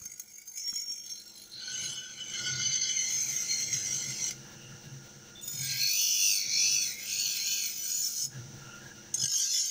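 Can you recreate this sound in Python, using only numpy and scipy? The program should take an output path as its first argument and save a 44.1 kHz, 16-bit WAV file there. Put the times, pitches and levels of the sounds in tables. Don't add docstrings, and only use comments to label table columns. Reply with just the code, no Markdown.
import sys
import numpy as np
from scipy import signal
from scipy.fft import rfft, irfft, next_fast_len
from scipy.io import wavfile
from scipy.ndimage import uniform_filter1d, minimum_filter1d, map_coordinates

SR = 44100
rng = np.random.default_rng(int(sys.argv[2]) if len(sys.argv) > 2 else 0)


def materialize(psi):
    bounded = np.clip(np.atleast_2d(psi).T, -1, 1)
    quanta = np.round(bounded * 32767).astype(np.int16)
    wavfile.write(sys.argv[1], SR, quanta)


N = 427769
TIME = np.arange(N) / SR
USUAL_DB, IDLE_DB = -38, -58

# (time [s], pressure [dB])
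LONG_STROKE = [(0, -48.5), (0.182, -48.5), (.54, -49.5), (.61, -39.5), (.8, -38), (.98, -46.5), (1.12, -41),
               (1.248, -50.5), (1.49, -59.5), (1.77, -38), (1.91, -36), (2.08, -50.5), (2.45, -35.5),
               (2.72, -33), (3.6, -34), (3.72, -35.5), (4.28, -35.5), (4.332, -49)]
TIP_STROKE = [(5.41, -61), (5.53, -45), (5.77, -39), (5.81, -33), (6.05, -28.5), (6.27, -26), (6.4, -33),
              (6.48, -37), (6.6, -27), (6.74, -29.5), (6.92, -35.5), (6.98, -47), (7.13, -34.5),
              (7.26, -34.5), (7.39, -38), (7.48, -32.5), (7.66, -37.5), (7.77, -42), (7.9, -36),
              (8.07, -35.5), (8.1, -40), (8.19, -33.5), (8.255, -33.5), (8.279, -56)]
LAST_STROKE = [(9.139, -43.5), (9.2, -36), (9.4, -27.5), (9.6, -27), (9.7, -36.5)]
# (time [s], place [0 heel, 1 flat, 2 belly, 3 tip])
FREE_PLACE = [(.55, 0), (.58, 1), (1.5, 1), (1.62, 2), (2.85, 2), (3.15, 3)]
# (time [s], grip [0 hard, 1 light, 2 short])
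HELD_GRIP = [(5.55, 1.6), (5.72, 1), (5.9, 0), (6.8, 0), (7.1, 1), (7.75, 1), (8.3, 1.3), (9.1, 2)]
# (body, lower ring, sizzle [dB against the
# main ring], share of grit alike on every turn [0-1], swing with the wheel's wobble [dB])
FREE_TOUCH = [(-23, -12, -7, 0.68, 6.5), (-20, -20, -8.5, 0.58, 6), (-6, -5, -19.5, 0.25, 1.5),
              (-10.5, -11, -16.5, 0.31, -1.7)]
HELD_TOUCH = [(-4.5, -4, -7, 0.63, 0.55), (-2.5, -3, -3.5, 0.5, 0.45), (-10, -13.5, -11.5, 0.29, 1.1)]
# (time [s], roll [0-1])
ROLL = [(4.4, 0), (5.4, 0.97), (5.68, 0.02), (7.55, 0.22), (7.95, 0.76), (8.28, 0.93), (9.4, 0.08)]
# (time [s],
# level [dB])
BACKGROUND_LEVEL = [(0, -71.5), (.5, -76), (1.65, -65.5), (1.87, -60), (2.05, -67.5), (2.43, -57),
                    (2.75, -63.5), (4, -57.5), (5.35, -60.5), (6.18, -69), (6.55, -61.5), (8.29, -66.5),
                    (8.35, -58), (9.24, -59), (9.3, -71)]


def knife():
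    # (pitch [Hz], width [Hz], level at heel, flat, belly, tip [dB])
    free_modes = [(1506, 86, -33, -53, -11, -24.5), (2091, 93, -26, -20, -16, -6.5),
                  (2280, 113, -27.5, -16.5, -15.5, -13), (2690, 620, -46, -32, -26, -23),
                  (3002, 53, -50, -20.5, -2.5, -9.5), (3290, 236, -38, -17, -10.5, -18),
                  (4072, 65, -32, -15, -12, -19), (4295, 110, -32, -21, -10, -16),
                  (4750, 210, -24, -34, -19.5, -35), (5170, 24, -18, -11.5, -4, -5),
                  (5544, 38, -9.5, 2, -8.5, -14), (5830, 340, -31, -39, -34, -2.5),
                  (6060, 150, -30, -34, -7, -22), (6196, 24, -10, -2.5, 5.5, 5), (6374, 45, 2, -3, -13, 0),
                  (6443, 47, -19, -10, 1.5, 4), (6724, 80, -1.5, -8, -13, -4),
                  (7100, 1000, -24, -40, -65, -21.5), (7630, 75, -20, -13.5, -12.5, -11.5),
                  (8010, 42, -12, -19, -30, -18), (8900, 200, -22, -30, -36, -25),
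                  (9540, 62, -18, -18, -24.5, -21), (10100, 110, -20, -31, -51, -28),
                  (10180, 190, -21, -33, -30, -35), (10937, 76, -13, -13, -28, -27),
                  (12060, 200, -25, -24, -33.5, -33), (12300, 210, -25, -43, -53, -36),
                  (13400, 390, -29, -34, -54, -42), (14400, 239, -26, -26, -33, -30),
                  (14800, 850, -16, -22, -45, -27.5)]
    # (pitch [Hz], width [Hz], level with hard, light, short grip [dB])
    held_modes = [(1420, 220, -34, -25, -43), (1589, 96, -24.5, -3.5, -24), (2062, 51, -53, -47, -9),
                  (3075, 210, -40, 3.5, -10), (3421, 102, -4, 4.5, -9.5), (3900, 930, -42, -31, -17.5),
                  (4323, 306, -4.5, -7, -9), (4630, 260, -44, -7, -8.5), (5176, 120, -13, 2.5, -4.5),
                  (5545, 156, -11, -1.5, -11), (5925, 240, -12, -11.5, -20), (5980, 97, -7, -3, -21),
                  (5930, 140, -20, 6, -11), (6310, 240, -12.5, -1, -6.5), (6653, 310, -22, 3, -5.5),
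                  (7060, 225, -24.5, -1, -15), (7850, 124, -26, -12, -18), (8216, 71, -22, 1.5, -9),
                  (9160, 89, -21.5, -5.5, -16.5), (9920, 320, -37, -12.5, -26),
                  (10600, 270, -36.5, -61, -31), (11020, 250, -37, -12, -18.5),
                  (12200, 600, -31.5, -24, -26.5), (12700, 1000, -50, -16.5, -38),
                  (14100, 550, -38, -37, -35), (14450, 88, -35, -8, -11), (14830, 265, -18.5, 4, -28)]
    # (time [s], length [s], pitch [Hz], level [dB])
    seizures = [(0.258, 0.26, 4860, -64.5), (.36, 0.092, 2250, -62), (0.587, .33, 2237, -61),
                (1.5, 0.16, 4120, -55), (1.57, 0.58, 1527, -58), (1.683, 0.39, 2990, -48),
                (1.788, 0.17, 9560, -51.5), (2.171, 0.22, 2990, -47.5), (2.376, 0.27, 1472, -43),
                (2.276, 0.84, 2126, -48), (2.6, 0.69, 6124, -35), (3.077, 0.39, 12010, -54),
                (3.468, 0.15, 4276, -37.5), (2.405, 0.52, 4574, -42.5), (5.351, 0.069, 3545, -50),
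                (5.402, 0.29, 3614, -53), (5.41, 0.28, 14740, -48), (5.417, 0.25, 6840, -42.5),
                (5.433, 0.24, 5150, -51.5), (5.558, 0.19, 6460, -41.5), (5.592, 0.32, 1626, -57),
                (6.175, .2, 8980, -51), (7.936, 0.13, 6920, -36), (8.022, 0.061, 5455, -34),
                (8.221, 0.065, 5230, -43), (9.139, 0.064, 6370, -33.5), (9.188, 0.045, 5130, -35),
                (9.2, 0.16, 1627, -57.5), (9.275, 0.06, 5220, -38.5), (9.331, 0.049, 6400, -28)]
    free, held = (free_modes, FREE_TOUCH, FREE_PLACE), (held_modes, HELD_TOUCH, HELD_GRIP)
    force = rim()
    first = stroke(force, LONG_STROKE, *free, slide_db=6.0)
    second = stroke(force, TIP_STROKE, *held, slide_db=4.5, bend=0.39, bouncing=True)
    last = amp(-0.5) * stroke(force, LAST_STROKE, *held, slide_db=8.5)
    return first + second + last + squeals(force, seizures, width_hz=39.0)


def rim(spread_db=2.5, wear_per_s=3.0, tremor=1.14, catch_s=0.0069, turn_samples=882):
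    # (time [s], speed [turns/s])
    speed = [(5.4, 50.05), (5.8, 49.88), (7.9, 49.86), (8.4, 50.1), (9.7, 49.95)]
    # (bumps [per turn], swing [dB])
    lobes = [(2, .7), (3, 1.1), (4, 1.9), (5, 1.7), (6, 1.9), (7, .9), (8, .8)]
    # (time [s], extra bite [dB])
    catches = [(.053, 16), (.196, 11), (.304, 9), (.383, 12), (.572, 7), (.592, 5), (1.063, 10),
               (4.308, 12), (5.412, 4), (5.437, 8), (5.476, 10), (9.141, 14), (9.237, 6), (9.256, 7),
               (9.278, 4), (9.317, 4)]
    turns = np.cumsum(follow(speed, TIME)[0]) / SR
    alike, wobble_db = seating()
    face = grit((128, turn_samples), spread_db)
    track = [TIME * wear_per_s, turns % 1 * turn_samples]
    returning = unit_rms(map_coordinates(face, track, mode="grid-wrap"))
    force = np.sqrt(alike) * returning + np.sqrt(1 - alike) * grit(N, spread_db)
    swing_db = wobble_db * np.cos(2 * np.pi * turns)
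    for bumps, db in lobes:
        phase = 2 * np.pi * (round(bumps) * turns + rng.random())
        wander = (1 - alike) * 3.3 * drift(TIME, 9)
        swing_db += db * np.sqrt(alike) * np.cos(phase + wander)
    pressure = amp(swing_db)
    pressure /= np.sqrt(uniform_filter1d(pressure ** 2, size=turn_samples))
    bite_db = tremor * np.sqrt(abs(wobble_db)) * drift(TIME, per_s=38)
    for s, db in catches:
        bite_db += db * np.where(TIME >= s, 1, -.8) * bell_curve(s, catch_s)
    return force * pressure * amp(bite_db)


def grit(shape, spread_db):
    strength_db = spread_db * np.minimum(rng.exponential(1, shape), 5)
    return unit_rms(rng.standard_normal(shape) * amp(strength_db))


def seating(bedding=0.24, chatter_db=3.5, settle_s=0.19):
    free, held = contact(FREE_TOUCH, FREE_PLACE, TIME), contact(HELD_TOUCH, HELD_GRIP, TIME)
    *_, alike, wobble_db = np.where(TIME < TIP_STROKE[0][0], free, held)
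    pressure_db = follow(LONG_STROKE + TIP_STROKE + LAST_STROKE, TIME)[0]
    for landing in TIP_STROKE[0][0], LAST_STROKE[0][0]:
        wobble_db += chatter_db * (TIME >= landing) * bell_curve(landing, settle_s)
    return np.clip(alike * amp(bedding * (pressure_db - USUAL_DB)), 0, 1), wobble_db


def contact(touches, places, t):
    numbered = [(k, *row) for k, row in enumerate(touches)]
    return np.array(follow(numbered, follow(places, t)[0]))


def stroke(force, pressures, modes, touches, places, slide_db, bend=0.0, bouncing=False):
    # (time [s], pitch [Hz])
    spring = [(5.82, 2275), (6.0, 2750), (6.28, 2770), (6.5, 2180), (6.7, 2760), (6.94, 2090), (7.23, 2650),
              (7.4, 2310), (7.54, 2650), (7.74, 2170), (7.95, 2560), (8.1, 2330)]
    start, end = round(pressures[0][0] * SR), round(pressures[-1][0] * SR)
    t = TIME[start:end + SR // 20]
    spring_hz = follow(spring, t)[0]
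    stiffening = (spring_hz / spring_hz.mean()) ** bend
    drive = sliding(force[start:start + len(t)], t, slide_db, stiffening)
    drive[end - start:] = 0
    place = follow(places, t)[0]
    voices = blade(drive, modes, place)
    if bouncing:
        voices[:2] = tip_bounce(drive, voices[:2], spring_hz, place, t)
    gains = register_gains(follow(pressures, t)[0], contact(touches, places, t)[:3], t)
    return np.pad((voices * gains).sum(0), (start, N - start - len(t)))


def sliding(x, t, depth_db, stiffening, patch_hz=200, patch_s=.06):
    hz, frame_s, spectra = signal.stft(x, SR, nperseg=512, noverlap=384)
    bend = np.interp(frame_s, t - t[0], stiffening)
    patches = np.broadcast_arrays(hz[:, None] / bend / patch_hz, frame_s / patch_s)
    pattern = map_coordinates(rng.standard_normal((128, 128)), patches, mode="grid-wrap")
    gain = amp(depth_db * np.clip(pattern, -2, 1.3))
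    gain /= np.sqrt(uniform_filter1d(gain ** 2, size=21, axis=0))
    return signal.istft(spectra * gain, SR, nperseg=512, noverlap=384)[1][:len(x)]


def blade(drive, modes, place):
    register_edges = [1200, 3600, 5000, 7300, 16000]
    size = next_fast_len(len(drive) + SR // 10)
    hz = np.fft.rfftfreq(size, 1 / SR)
    below = [1 / (1 + (hz / edge) ** 60) for edge in register_edges[1:-1]]
    registers = np.diff(below, axis=0, prepend=0, append=1)
    mode_hz, width, *levels = np.transpose(modes)
    voices = np.zeros((4, len(drive)))
    for k, db in enumerate(levels):
        nearness = np.maximum(1 - abs(place - k), 0)
        if nearness.any():
            response = registers * rfft(ringing(mode_hz, width, db), size)
            response /= np.sqrt(np.mean(abs(response) ** 2, axis=1, keepdims=True))
            voices += irfft(response * rfft(drive * nearness, size), size)[:, :len(drive)]
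    return voices


def ringing(mode_hz, width, db):
    hz = abs(np.fft.fftfreq(8192, 1 / SR))
    peaks = (1 + (2 * (hz - mode_hz[:, None]) / width[:, None]) ** 2) ** -1.5
    log_gain = np.log(amp(db) ** 2 @ peaks + 1e-12) / 2
    minimum_phase = np.exp(np.conj(signal.hilbert(log_gain)))
    return np.fft.ifft(minimum_phase).real[:len(hz) // 2]


def tip_bounce(drive, voices, spring_hz, grip, t):
    body, lower_ring = voices
    bounce = bending = drive
    bending_hz = 4350 * (spring_hz / spring_hz.mean()) ** .4
    for _ in range(6):
        bounce = resonate(bounce, spring_hz, width_hz=900)
        bending = resonate(bending, bending_hz, width_hz=1300)
    flat = 1 - 0.7 * follow(ROLL, t)[0]
    bounce_share = flat * amp(10.5 - 7 * np.minimum(grip, 1))
    bending_share = flat * amp(-3)
    return ((body + bounce_share * unit_rms(bounce)) / np.hypot(1, bounce_share),
            (lower_ring + bending_share * unit_rms(bending)) / np.hypot(1, bending_share))


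def register_gains(pressure_db, touch_db, t):
    growth = [0.57, 0.74, 0.66]
    full_roll = [-19, -11.5, -1]
    # (time [s], level [dB])
    lower_ring = [(.98, -9), (1.08, 9.5), (1.55, 18.5), (1.7, 0.5), (2.15, -7), (2.55, -0.5), (3.3, -2),
                  (5.85, 5), (6.15, -6.5), (6.5, 6), (6.98, -5), (7.2, 2.5), (7.55, 2.5), (7.75, -0.5),
                  (8.2, 3)]
    sizzle = [(1.2, -5), (1.85, 7), (2.7, -4.5), (3.1, 4), (4.3, 3.5), (5.42, 7.5), (5.8, -0.5),
              (6.36, 0.5), (6.48, -12), (6.78, -2), (7.2, -2), (8.1, 2.5), (9.5, 0)]
    pressed_db = np.outer(growth, pressure_db - USUAL_DB)
    rolled_db = np.outer(full_roll, follow(ROLL, t)[0])
    body_db, lower_db, sizzle_db = USUAL_DB + touch_db + pressed_db + rolled_db
    lower_db += follow(lower_ring, t)[0]
    sizzle_db += follow(sizzle, t)[0]
    return amp([body_db, lower_db, pressure_db, sizzle_db])


def squeals(force, rows, width_hz):
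    out = np.zeros(N)
    for s, length, hz, db in rows:
        at, count = round(s * SR), round(length * SR)
        rubbing = force[at - SR // 10:at + count]
        tone = resonate(resonate(rubbing, hz, width_hz), hz, 3 * width_hz)[-count:]
        out[at:at + count] += amp(db) * unit_rms(tone) * signal.windows.tukey(count, 0.22)
    return out


def knocks(thud_width_hz=130, clack_hz=1100, clack_width_hz=1100, decay_s=0.0038):
    # (time [s], peak [dB], thud pitch [Hz], clack against thud [dB])
    blows = [(0.014, -47.5, 75, -9), (0.056, -50.5, 80, -13), (0.689, -48.5, 230, -4),
             (0.728, -42, 184, -1.5), (0.905, -53, 248.4, -8)]
    out, t = np.zeros(N), np.arange(SR // 10) / SR
    for s, db, thud_hz, clack_db in blows:
        blow = rng.standard_normal(len(t)) * np.exp(-t / decay_s)
        thud = resonate(resonate(blow, thud_hz, thud_width_hz), thud_hz, 2 * thud_width_hz)
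        clack = resonate(resonate(blow, clack_hz, clack_width_hz), clack_hz, clack_width_hz)
        knock = unit_rms(thud) + amp(clack_db) * unit_rms(clack)
        at = round(s * SR)
        out[at:at + len(t)] += amp(db) * knock / abs(knock).max()
    return out


def workshop(x, wet_db=-15, t60_s=0.35, echoes_per_s=2000):
    t = np.arange(SR // 3) / SR
    echoes = rng.standard_normal(len(t)) * (rng.random(len(t)) < echoes_per_s / SR)
    echoes *= (t > .003) * amp(-60 * t / t60_s)
    return x + amp(wet_db) * signal.oaconvolve(x, echoes / np.linalg.norm(echoes))[:N]


def machine(waver_rad=0.73, idle_rush_db=-53.5, flutter_db=1.5):
    # (pitch [Hz], level at idle [dB])
    partials = [(50, -81), (100, -69.5), (199.8, -62.5), (220.7, -63), (300, -75), (331, -67.5),
                (349.9, -64.5), (430.7, -79), (472, -69), (490.5, -70), (550, -106), (801, -74)]
    # (frequency [Hz], relative density [dB])
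    rush_spectrum = [(150, -3.5), (250, -3.5), (483, -8.5), (527, -3), (1130, -19), (1440, -15.5),
                     (2220, -11.5), (2790, -17.5), (3040, -11.5), (4380, -9), (5880, -27), (7890, -18.5),
                     (8610, -32), (13100, -31.5), (15800, -10.5)]
    # (pitch [Hz], width [Hz], level at idle [dB])
    housing_modes = [(860, 200, -67.5), (1434, 61, -62), (1600, 170, -64.5), (2824, 140, -64),
                     (5915, 500, -53), (8280, 310, -71)]
    hum = housing = 0
    for hz, db in partials:
        phase = 2 * np.pi * (hz * TIME + rng.random()) + waver_rad * drift(TIME, 24)
        hum += amp(db) * np.sqrt(2) * np.cos(phase)
    rush = amp(idle_rush_db + flutter_db * drift(TIME, 30)) * coloured(rush_spectrum)
    shake = rng.standard_normal(N)
    for hz, width, db in housing_modes:
        swell_db = 3 * drift(TIME, 14) * (hz < 4000)
        ring = resonate(resonate(shake, hz, 2 * width), hz, 2 * width)
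        housing += amp(db + swell_db) * unit_rms(ring)
    return amp(follow(BACKGROUND_LEVEL, TIME)[0] - IDLE_DB) * (hum + rush + housing)


def idle_chirps():
    # (time [s], length [s], pitch [Hz], level [dB])
    chirps = [(4.47, 0.46, 2795, -64.5), (4.675, 0.055, 1410, -69), (4.836, 0.083, 1630, -64),
              (8.313, 0.055, 1650, -57.5), (8.608, 0.19, 1395, -53), (8.803, 0.14, 1650, -54)]
    return squeals(rng.standard_normal(N), chirps, width_hz=56)


def draught(idle_db=-56, growth=1.61, lump_db=2.5):
    # (frequency [Hz], relative density [dB])
    buffet_spectrum = [(25, -36), (50, -28), (85, -15), (120, -0.5), (136, 9.5), (165, -10.5), (230, -15),
                       (320, -25), (450, -43), (900, -68)]
    # (time [s], length [s], level [dB])
    gusts = [(1.864, 0.077, -51), (2.606, .28, -45.5), (3.24, 0.091, -53), (3.753, 0.085, -45),
             (4.093, 0.079, -47), (4.717, 0.099, -46.5), (4.9, 0.13, -45), (5.66, 0.24, -44.5),
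             (8.46, 0.22, -43), (9.244, 0.07, -49)]
    power = amp(idle_db + growth * (follow(BACKGROUND_LEVEL, TIME)[0] - IDLE_DB)) ** 2
    for s, length, db in gusts:
        power += amp(db) ** 2 * bell_curve(s, length / 2)
    return np.sqrt(power) * unit_rms(coloured(buffet_spectrum) * amp(lump_db * drift(TIME, 30)))


def amp(db):
    return 10 ** (np.asarray(db) / 20)


def unit_rms(x):
    return x / np.sqrt(np.mean(x ** 2) + 1e-20)


def follow(rows, t):
    s, *columns = np.transpose(rows)
    return [np.interp(t, s, c) for c in columns]


def bell_curve(centre_s, width_s):
    return np.exp(-np.minimum(abs(TIME - centre_s) / width_s, 10) ** 2)


def coloured(spectrum):
    size = next_fast_len(N)
    hz, db = np.transpose(spectrum)
    gain = amp(np.interp(np.log(np.fft.rfftfreq(size, 1 / SR) + 1), np.log(hz), db))
    return unit_rms(irfft(rfft(rng.standard_normal(size)) * gain, size)[:N])


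def drift(t, per_s):
    steps, coarse = rng.standard_normal(4096), t[::32]
    return unit_rms(np.interp(t, coarse, map_coordinates(steps, [coarse * per_s], mode="grid-wrap")))


def resonate(x, hz, width_hz):
    turn = np.exp(2j * np.pi * np.cumsum(hz * np.ones(len(x))) / SR)
    pole = np.exp(-np.pi * width_hz / SR)
    return 2 * (turn * signal.lfilter([1 - pole], [1, -pole], x / turn)).real


def scene():
    chirps = idle_chirps()
    return (workshop(knife() + knocks()) + machine() + chirps + draught())[None]


def record(dry, limit_db=-16.5, window_samples=176, cutoff_hz=15650):
    peak = -minimum_filter1d(-abs(dry), size=window_samples)
    gain = uniform_filter1d(np.minimum(amp(limit_db) / (peak + 1e-9), 1), size=window_samples)
    low_pass = signal.firwin(511, cutoff_hz, window=("kaiser", 9), fs=SR)
    return signal.oaconvolve(dry * gain, low_pass[None], "same")


dry = scene()
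out = record(dry)
materialize(out)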